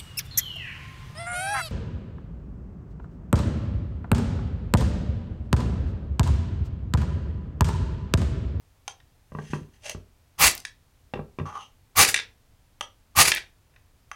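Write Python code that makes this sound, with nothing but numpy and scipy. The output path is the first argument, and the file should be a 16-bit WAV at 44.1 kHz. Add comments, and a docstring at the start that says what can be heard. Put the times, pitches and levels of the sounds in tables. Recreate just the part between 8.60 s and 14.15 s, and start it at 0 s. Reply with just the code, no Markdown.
"""Striking sparks from a ferrocerium rod

A steel striker scrapes hard, three times, down a rod held on a wooden board on a table in a small room.
Streams of tiny fractures make the rasp and the fizz of sparks, and shake resonances of rod, board and table.
After a stroke the striker flies off the tip and clatters, as noisy contacts ringing the steel.
Between strokes the rod knocks on the board and the striker slides into place; echoes and a hush surround it."""
import sys
import numpy as np
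from scipy import signal
from scipy.fft import rfft, irfft
from scipy.io import wavfile

SR = 44100
rng = np.random.default_rng(int(sys.argv[2]) if len(sys.argv) > 2 else 0)


def transcribe(signal):
    """Save signal, clipped to [-1, 1], as a 16-bit WAV file at the path in sys.argv[1]."""
    frames = np.atleast_2d(signal).T
    limited = np.clip(frames, -1, 1)
    pcm = np.round(limited * 32767).astype(np.int16)
    wavfile.write(sys.argv[1], SR, pcm)


N = 244755
T = np.arange(N) / SR  # time in seconds
HZ = np.fft.rfftfreq(8192, 1 / SR) + 1  # frequency grid, kept above zero for logarithms
BEND_HZ = 1175  # the rod's bending mode while it is pressed for a stroke


def undb(db):
    """Decibels to gain."""
    return 10 ** (np.asarray(db) / 20)


def unit(x):
    """Scale to rms 1."""
    return x / np.sqrt(np.mean(x ** 2))


def even(response):
    """Scale a response to unit energy."""
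    return response / np.linalg.norm(response)


def through(x, response):
    """Pass a sound through an impulse response."""
    return signal.fftconvolve(x, response)[:len(x)]


def causal(gain):
    """The promptest (minimum-phase) response with this gain at each of HZ, up to a common factor."""
    cepstrum = irfft(np.log(gain))
    half = len(cepstrum) // 2
    # fold the cepstrum onto positive time
    cepstrum[1:half] *= 2
    cepstrum[half:] = 0
    return even(irfft(np.exp(rfft(cepstrum))))


def colour(points):
    """Response with a smooth spectrum, drawn through points on a logarithmic frequency axis."""
    hz, db = np.transpose(points)
    return causal(undb(np.interp(np.log(HZ), np.log(hz), db)))


def ring(modes):
    """Response of a body: resonances with dark valleys between them."""
    gain = 0
    for hz, width_hz, db in modes:
        detuning = 2 * (HZ - hz) / width_hz
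        gain = gain + undb(db) / (1 + detuning ** 2) ** (3 / 4)
    return causal(gain)


def soften(x, hz):
    """A softer contact loses its treble above hz."""
    b, a = signal.butter(2, min(hz, SR / 2 - 1000), fs=SR)
    return signal.lfilter(b, a, x)


def crack(decay_s, hz, octaves):
    """A burst of noise around a pitch, dying fast."""
    spectrum = rfft(rng.standard_normal(2 * len(HZ) - 2))
    band = np.exp(-(np.log2(HZ / hz) / octaves) ** 2 / 2)
    noise = irfft(spectrum * band)
    return even(noise * np.exp(-T[:len(noise)] / decay_s))


def chatter(body, decay_s):
    """Hard parts meet in a flurry of tiny contacts, each ringing the body."""
    contacts = rng.standard_normal(len(body)) * np.exp(-T[:len(body)] / decay_s)
    return even(through(body, contacts))


def blow(s, db, shape):
    """Place one blow; its level is its energy spread over 5 ms."""
    span = .005 * SR
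    return np.pad(even(shape) * undb(db) * np.sqrt(span), (int(s * SR), N))[:N]


def walk(rate):
    """Random levels joined by lines, rate of them a second."""
    return np.interp(T * rate, np.arange(N), rng.standard_normal(N))


def chips(rate, spread_db):
    """A stream of tiny fractures of unequal size, about rate a second, rms 1."""
    happens = rng.random(N) < rate / SR
    sign = rng.choice([-1, 1], N)
    size = undb(spread_db * np.clip(rng.standard_normal(N), -2, 2))
    return unit(happens * sign * size)


def swell(start_s, rise_s, power):
    """Gain of a contact that speeds up evenly from rest: a power of the speed."""
    return np.clip((T - start_s) / rise_s, 0, 1) ** power


def fade(from_s, db_per_s):
    """Gain that holds, then falls steadily."""
    return undb(-db_per_s * np.maximum(T - from_s, 0))


# Spectrum of the edge's rasp up close. Each row: frequency in Hz, relative level in dB per Hz.
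RASP = [(100, -6.5), (400, -8), (620, -7), (950, -8), (1500, -1.5), (1800, 1), (2450, 4), (3050, -1),
        (3750, -2.5), (4400, 1.5), (5500, -1.5), (10200, -1), (12500, -9.5), (16000, -19)]
# Spectrum of the sparks' fizz. Each row: frequency in Hz, relative level in dB per Hz.
FIZZ = [(3000, -42), (8000, -15.5), (11000, -3), (13800, 0.5), (16000, -2)]


def scrapes(slip_rate=600, slip_db=1.6, board_db=-22):
    """The edge catches and slips; chips rasp, ring the rod, shake board and table and, struck hard, ignite."""
    grip = unit(undb(slip_db * np.clip(walk(slip_rate), -2, 2)))
    jolts = chips(rate=1700, spread_db=6)
    edge = through(chips(rate=11000, spread_db=3.0) * grip, colour(RASP))
    rasp = edge + undb(board_db) * through(jolts, board_response())
    fizz = through(chips(rate=3800, spread_db=6.5) * grip, colour(FIZZ))
    judder = chips(rate=4400, spread_db=2) * grip
    rumble = through(jolts, table_response())
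    return strokes(rasp, judder, fizz, rumble) + slides(rasp, judder)


# Hard strokes down the rod; the short ones are the edge catching again near the tip.
# Each row: start in seconds, speeding up in seconds, full bite in seconds, rasp level in dB,
# rod ring level in dB, spark fizz level in dB, table rumble level in dB.
STROKES = [(1.778, .053, .047, -15.5, -18, -20.5, -28.5), (3.351, 0.048, .033, -12.5, -16, -21.5, -32),
           (3.465, 0.017, .014, -24, -50, -29.5, -41), (4.549, .051, .022, -12, -15.5, -20.5, -30.5),
           (4.645, 0.011, .003, -20.5, -46, -34, -33.5), (4.667, 0.014, .004, -16.5, -36, -28, -32)]
SPEED_POWER, RING_POWER = 1.75, 1.4  # rasp grows as a power of speed; the rod rings from the first touch
RELEASE_DB_PER_S, RING_DAMP_DB_PER_S = 900, 400  # the edge lifts; the ring is choked once the edge bites
BEND_DB = 11.5  # the bending mode's share of the rod's ring
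PRESS_S = .028  # the weight of the stroke comes onto the table quickly
IGNITE_S, IGNITE_POWER, FIZZ_FADE_DB_PER_S = .022, 4.0, 89  # chips catch abruptly, then the shower thins
EMBER_DB, EMBER_DB_PER_S = -24, 200  # flying sparks sizzle on after the stroke


def strokes(rasp, judder, fizz, rumble):
    """Hard strokes: the rod rings first, sparks catch, the rasp peaks at full speed and sizzles away."""
    out = np.zeros(N)
    pressed_rod = through(judder, rod(BEND_HZ, BEND_DB))
    for s, rise_s, bite_s, rasp_db, ring_db, fizz_db, rumble_db in STROKES:
        lift_s = s + rise_s + bite_s
        contact = fade(lift_s, RELEASE_DB_PER_S)
        burn = np.maximum(contact, undb(EMBER_DB) * fade(lift_s, EMBER_DB_PER_S))
        rasp_gain = swell(s, rise_s, SPEED_POWER) * burn
        rumble_gain = swell(s, PRESS_S, 2) * contact
        ring_gain = swell(s, rise_s, RING_POWER) * fade(s + rise_s, RING_DAMP_DB_PER_S) * contact
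        fizz_gain = swell(s, IGNITE_S, IGNITE_POWER) * fade(s + IGNITE_S, FIZZ_FADE_DB_PER_S) * burn
        out += undb(rasp_db) * rasp_gain * rasp
        out += undb(rumble_db) * rumble_gain * rumble
        out += undb(ring_db) * ring_gain * pressed_rod
        out += undb(fizz_db) * fizz_gain * fizz
    return out


# The striker slides lightly into place on the rod.
# Each row: start in seconds, rise in seconds, hold in seconds, time to fall 20 dB in seconds,
# rasp level in dB, rod ring level in dB, bending mode in Hz, that mode's share in dB.
SLIDES = [(.6, .32, .03, .09, -55, -52.5, 1810, -3), (1.09, 0.053, .008, .06, -70, -66, 1800, -4.5),
          (1.192, .069, .05, .028, -45.5, -43, 600, -1), (2.852, .01, .035, .07, -67, -38, BEND_HZ, 23),
          (2.905, .056, .008, .065, -72, -36, BEND_HZ, 24), (2.9, .122, 0.0035, .055, -71, -46, 2980, 12)]


def slides(rasp, judder, power=2.7, snag_rate=170, snag_db=1.8, top_hz=9500):
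    """Light slides swell from nothing and snag unevenly: the rod sings over a dulled rasp, with no sparks."""
    out = np.zeros(N)
    light_rasp = soften(rasp, top_hz)
    snag = unit(undb(snag_db * walk(snag_rate)))
    for s, rise_s, hold_s, fall_s, rasp_db, ring_db, bend_hz, bend_db in SLIDES:
        touch = snag * swell(s, rise_s, power) * fade(s + rise_s + hold_s, 20 / fall_s)
        singing_rod = through(judder, rod(bend_hz, bend_db))
        out += touch * (undb(rasp_db) * light_rasp + undb(ring_db) * singing_rod)
    return out


# Fixed resonances of the rod. Each row: frequency in Hz, width in Hz, relative level in dB.
ROD = [(558, 33, -8.5), (1810, 300, -11.5), (2720, 380, -6.5), (3210, 130, -1.5), (4070, 1000, -20),
       (5600, 400, -16), (6200, 450, -6), (9050, 450, -17), (10100, 200, -22)]


def rod(bend_hz, bend_db, width_hz=150):
    """The rod's fixed modes under a bending pair whose strength depends on where it is pressed."""
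    bending_pair = [(bend_hz, width_hz, bend_db), (825, 80, bend_db - 9)]
    return ring(bending_pair + ROD)


# Resonances of the loose striker. Each row: frequency in Hz, width in Hz, relative level in dB.
STRIKER = [(1790, 260, 11.5), (2300, 200, 4), (2554, 260, 10), (3314, 670, -1.5), (3725, 390, 6),
           (5100, 660, -1), (5670, 850, 1), (6940, 550, -20), (9000, 2700, 0.5), (10400, 1000, -19)]
# The striker clacks as it flies off the tip or is jostled in the hand.
# Each row: start in seconds, level in dB of the clack after its treble is softened, brightness in Hz.
CLACKS = [(.402, -55, 2400), (2.051, -29, 7500), (3.4489, -17.5, 13230), (3.5428, -14.5, 9200),
          (3.562, -22.5, 5040), (4.718, -14, 4600), (4.7403, -27, 5000), (5.139, -64, 1494),
          (5.162, -52.5, 1498)]
# It then rattles to rest. Each row: start in seconds, level in dB, first gap in seconds, number of bounces.
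RATTLES = [(3.576, -26, .013, 3), (4.761, -27, .0085, 4)]
GAP_SHARE, BOUNCE_LOSS_DB, RATTLE_HZ = .75, 1.3, 3900  # each bounce comes sooner and weaker than the last


def clacks(crack_db=-7):
    """The loose striker clacks and rattles: flurries of contacts ring the steel, with a burst of noise."""
    out = np.zeros(N)
    body = ring(STRIKER)
    bounces = []
    for s, db, gap_s, count in RATTLES:
        for k in range(round(count)):
            delay_s = gap_s * sum(GAP_SHARE ** np.arange(k))
            bounces.append((s + delay_s, db - k * BOUNCE_LOSS_DB, RATTLE_HZ))
    for s, db, hz in list(CLACKS) + bounces:
        steel = chatter(body, decay_s=.0035)
        click = undb(crack_db) * crack(decay_s=0.0026, hz=4170, octaves=1.9)
        out += blow(s, db, soften(steel + click, hz))
    return out


# The striker touches the rod. Each row: start in seconds, level in dB, bending mode in Hz,
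# that mode's share in dB, sharp tick in dB within the blow.
TAPS = [(0.279, -29, 1420, 3, -18), (1.296, -30.5, 603, -2, -4), (2.856, -35.5, BEND_HZ, 27, -36),
        (4.209, -24.5, BEND_HZ, 9, -22), (5.515, -32, BEND_HZ, 14.5, -32)]


def taps(crack_db=-10):
    """Steel set down on the rod: it ticks, chatters briefly and the rod rings."""
    out = np.zeros(N)
    for s, db, hz, share_db, tick_db in TAPS:
        body = rod(hz, share_db)
        steel = .4 * body + chatter(body, decay_s=.003)
        tick = undb(tick_db) * crack(decay_s=0.0026, hz=5450, octaves=.9)
        dull_crack = undb(crack_db) * crack(decay_s=0.0038, hz=1083, octaves=0.62)
        out += blow(s, db, steel + tick + dull_crack)
    return out


# Sparks burst in the air. Each row: start in seconds, level in dB, brightness (centre of the noise) in Hz.
POPS = [(1.913, -30, 7500), (1.951, -33, 12000), (1.978, -36, 5500), (2.002, -44, 5000), (3.498, -30, 4000),
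        (3.515, -39, 12000), (4.749, -28, 10000)]


def pops():
    """Burning flakes snap in the air: short bursts of noise around a pitch."""
    return sum(blow(s, db, crack(decay_s=0.0019, hz=hz, octaves=0.88)) for s, db, hz in POPS)


# The rod tip knocks on the board.
# Each row: start in seconds, level in dB, brightness in Hz, table thud in dB.
KNOCKS = [(0.72, -35.5, 1300, -38), (.75, -28, 1130, -34.5), (0.787, -27.5, 1450, -55),
          (0.834, -37, 503, -72), (0.9, -34.5, 248, -33.5), (.934, -19, 2400, -39),
          (1.013, -33.5, 324, -35.5), (1.348, -34, 1150, -29), (2.537, -25, 3200, -37),
          (2.558, -29.5, 616, -42), (2.573, -31.5, 1197, -44), (2.593, -27.5, 1337, -36),
          (2.787, -26.5, 3800, -47), (2.798, -27.5, 2260, -28), (2.809, -24, 220, -28)]


def knocks(skid_db=-9, skid_s=0.01, give_hz=130, grit_db=-17):
    """The tip judders and skids on the gritty board; the heavy table under it swells a little later."""
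    out = np.zeros(N)
    board = board_response()
    thud = soften(table_response(), give_hz)
    for s, db, hz, thud_db in KNOCKS:
        contact = .5 * board + chatter(board, decay_s=.003)
        skid = undb(skid_db) * chatter(board, skid_s)
        grit = undb(grit_db) * crack(decay_s=.005, hz=5990, octaves=0.67)
        out += blow(s, db, soften(contact + skid + grit, hz))
        out += blow(s, thud_db, thud)
    return out


# Resonances of the wooden board. Each row: frequency in Hz, width in Hz, relative level in dB.
BOARD = [(150, 18, 15.5), (203, 28, 3.5), (247, 27, 3), (381, 100, 1.5), (550, 110, -5.5), (816, 23, -5),
         (1010, 82, -0.5), (1150, 110, -0.5), (1340, 23, -9.5), (1600, 50, -3), (1900, 78, -10.5),
         (2460, 200, -19), (2710, 300, -8), (3560, 140, -14)]


def board_response():
    """The wooden board under the rod: many modes from low to high."""
    return ring(BOARD)


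# Resonances of the table. Each row: frequency in Hz, width in Hz, relative level in dB.
TABLE = [(55.6, 8, -2), (92, 12, -1), (158, 25, -11)]


def table_response():
    """The heavy table under the board: a few low modes."""
    return ring(TABLE)


# The small room around the table. Each row: band centre in Hz, reverberation time in seconds, level in dB.
ROOM = [(80, 0.4, -12), (415, .31, -4.5), (1205, .25, -11), (2800, .22, -8.5), (5200, .21, -8),
        (8900, .125, -8), (15000, .088, -15.5)]


def room(first_s=0.012, size=32768):
    """Walls: a short gap, then dense echoes that lose their treble first."""
    t = T[:size]
    log_hz = np.log(np.fft.rfftfreq(size, 1 / SR) + 1)
    centres = np.log(np.array(ROOM)[:, 0])
    noise = rfft(rng.standard_normal(size))
    out = 0
    # each row of the identity selects one band, crossfading into its neighbours
    for own, (hz, t60, db) in zip(np.eye(len(ROOM)), ROOM):
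        decay = even(np.exp(-np.log(1000) * t / t60))
        band = irfft(noise * np.interp(log_hz, centres, own))
        out = out + undb(db) * decay * band
    return np.pad(out, (int(first_s * SR), 0))


# Spectrum of the background hush. Each row: frequency in Hz, relative level in dB per Hz.
HUSH = [(12, -27), (20, -3), (98, -4.5), (198, -21), (270, -19.5), (367, -25), (849, -26), (1220, -29),
        (16000, -40)]


def hush(level_db=-59.5):
    """Low rumble of the house under a faint steady hiss: noise given a spectrum."""
    return undb(level_db) * through(rng.standard_normal(N), colour(HUSH))


def scene(near_db=-14, sing_db=-86):
    """All sources, scattered by the hands and table top, then by the room, where one faint tone rings on."""
    dry = scrapes() + clacks() + taps() + pops() + knocks()
    near = undb(near_db) * through(dry, crack(decay_s=.007, hz=2500, octaves=2))
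    tone = np.exp(-T / .25) * np.sin(2 * np.pi * 470 * T)
    sing = undb(sing_db) * through(dry, tone)
    return (dry + near + through(dry, room()) + sing + hush())[None]


def record(dry, top_hz=16000):
    """The recorder stops at full scale and cuts the top with a steep low-pass."""
    low_pass = signal.ellip(12, .2, 90, top_hz, fs=SR, output="sos")
    return signal.sosfilt(low_pass, np.clip(dry, -1, 1))


dry = scene()
out = record(dry)
transcribe(out)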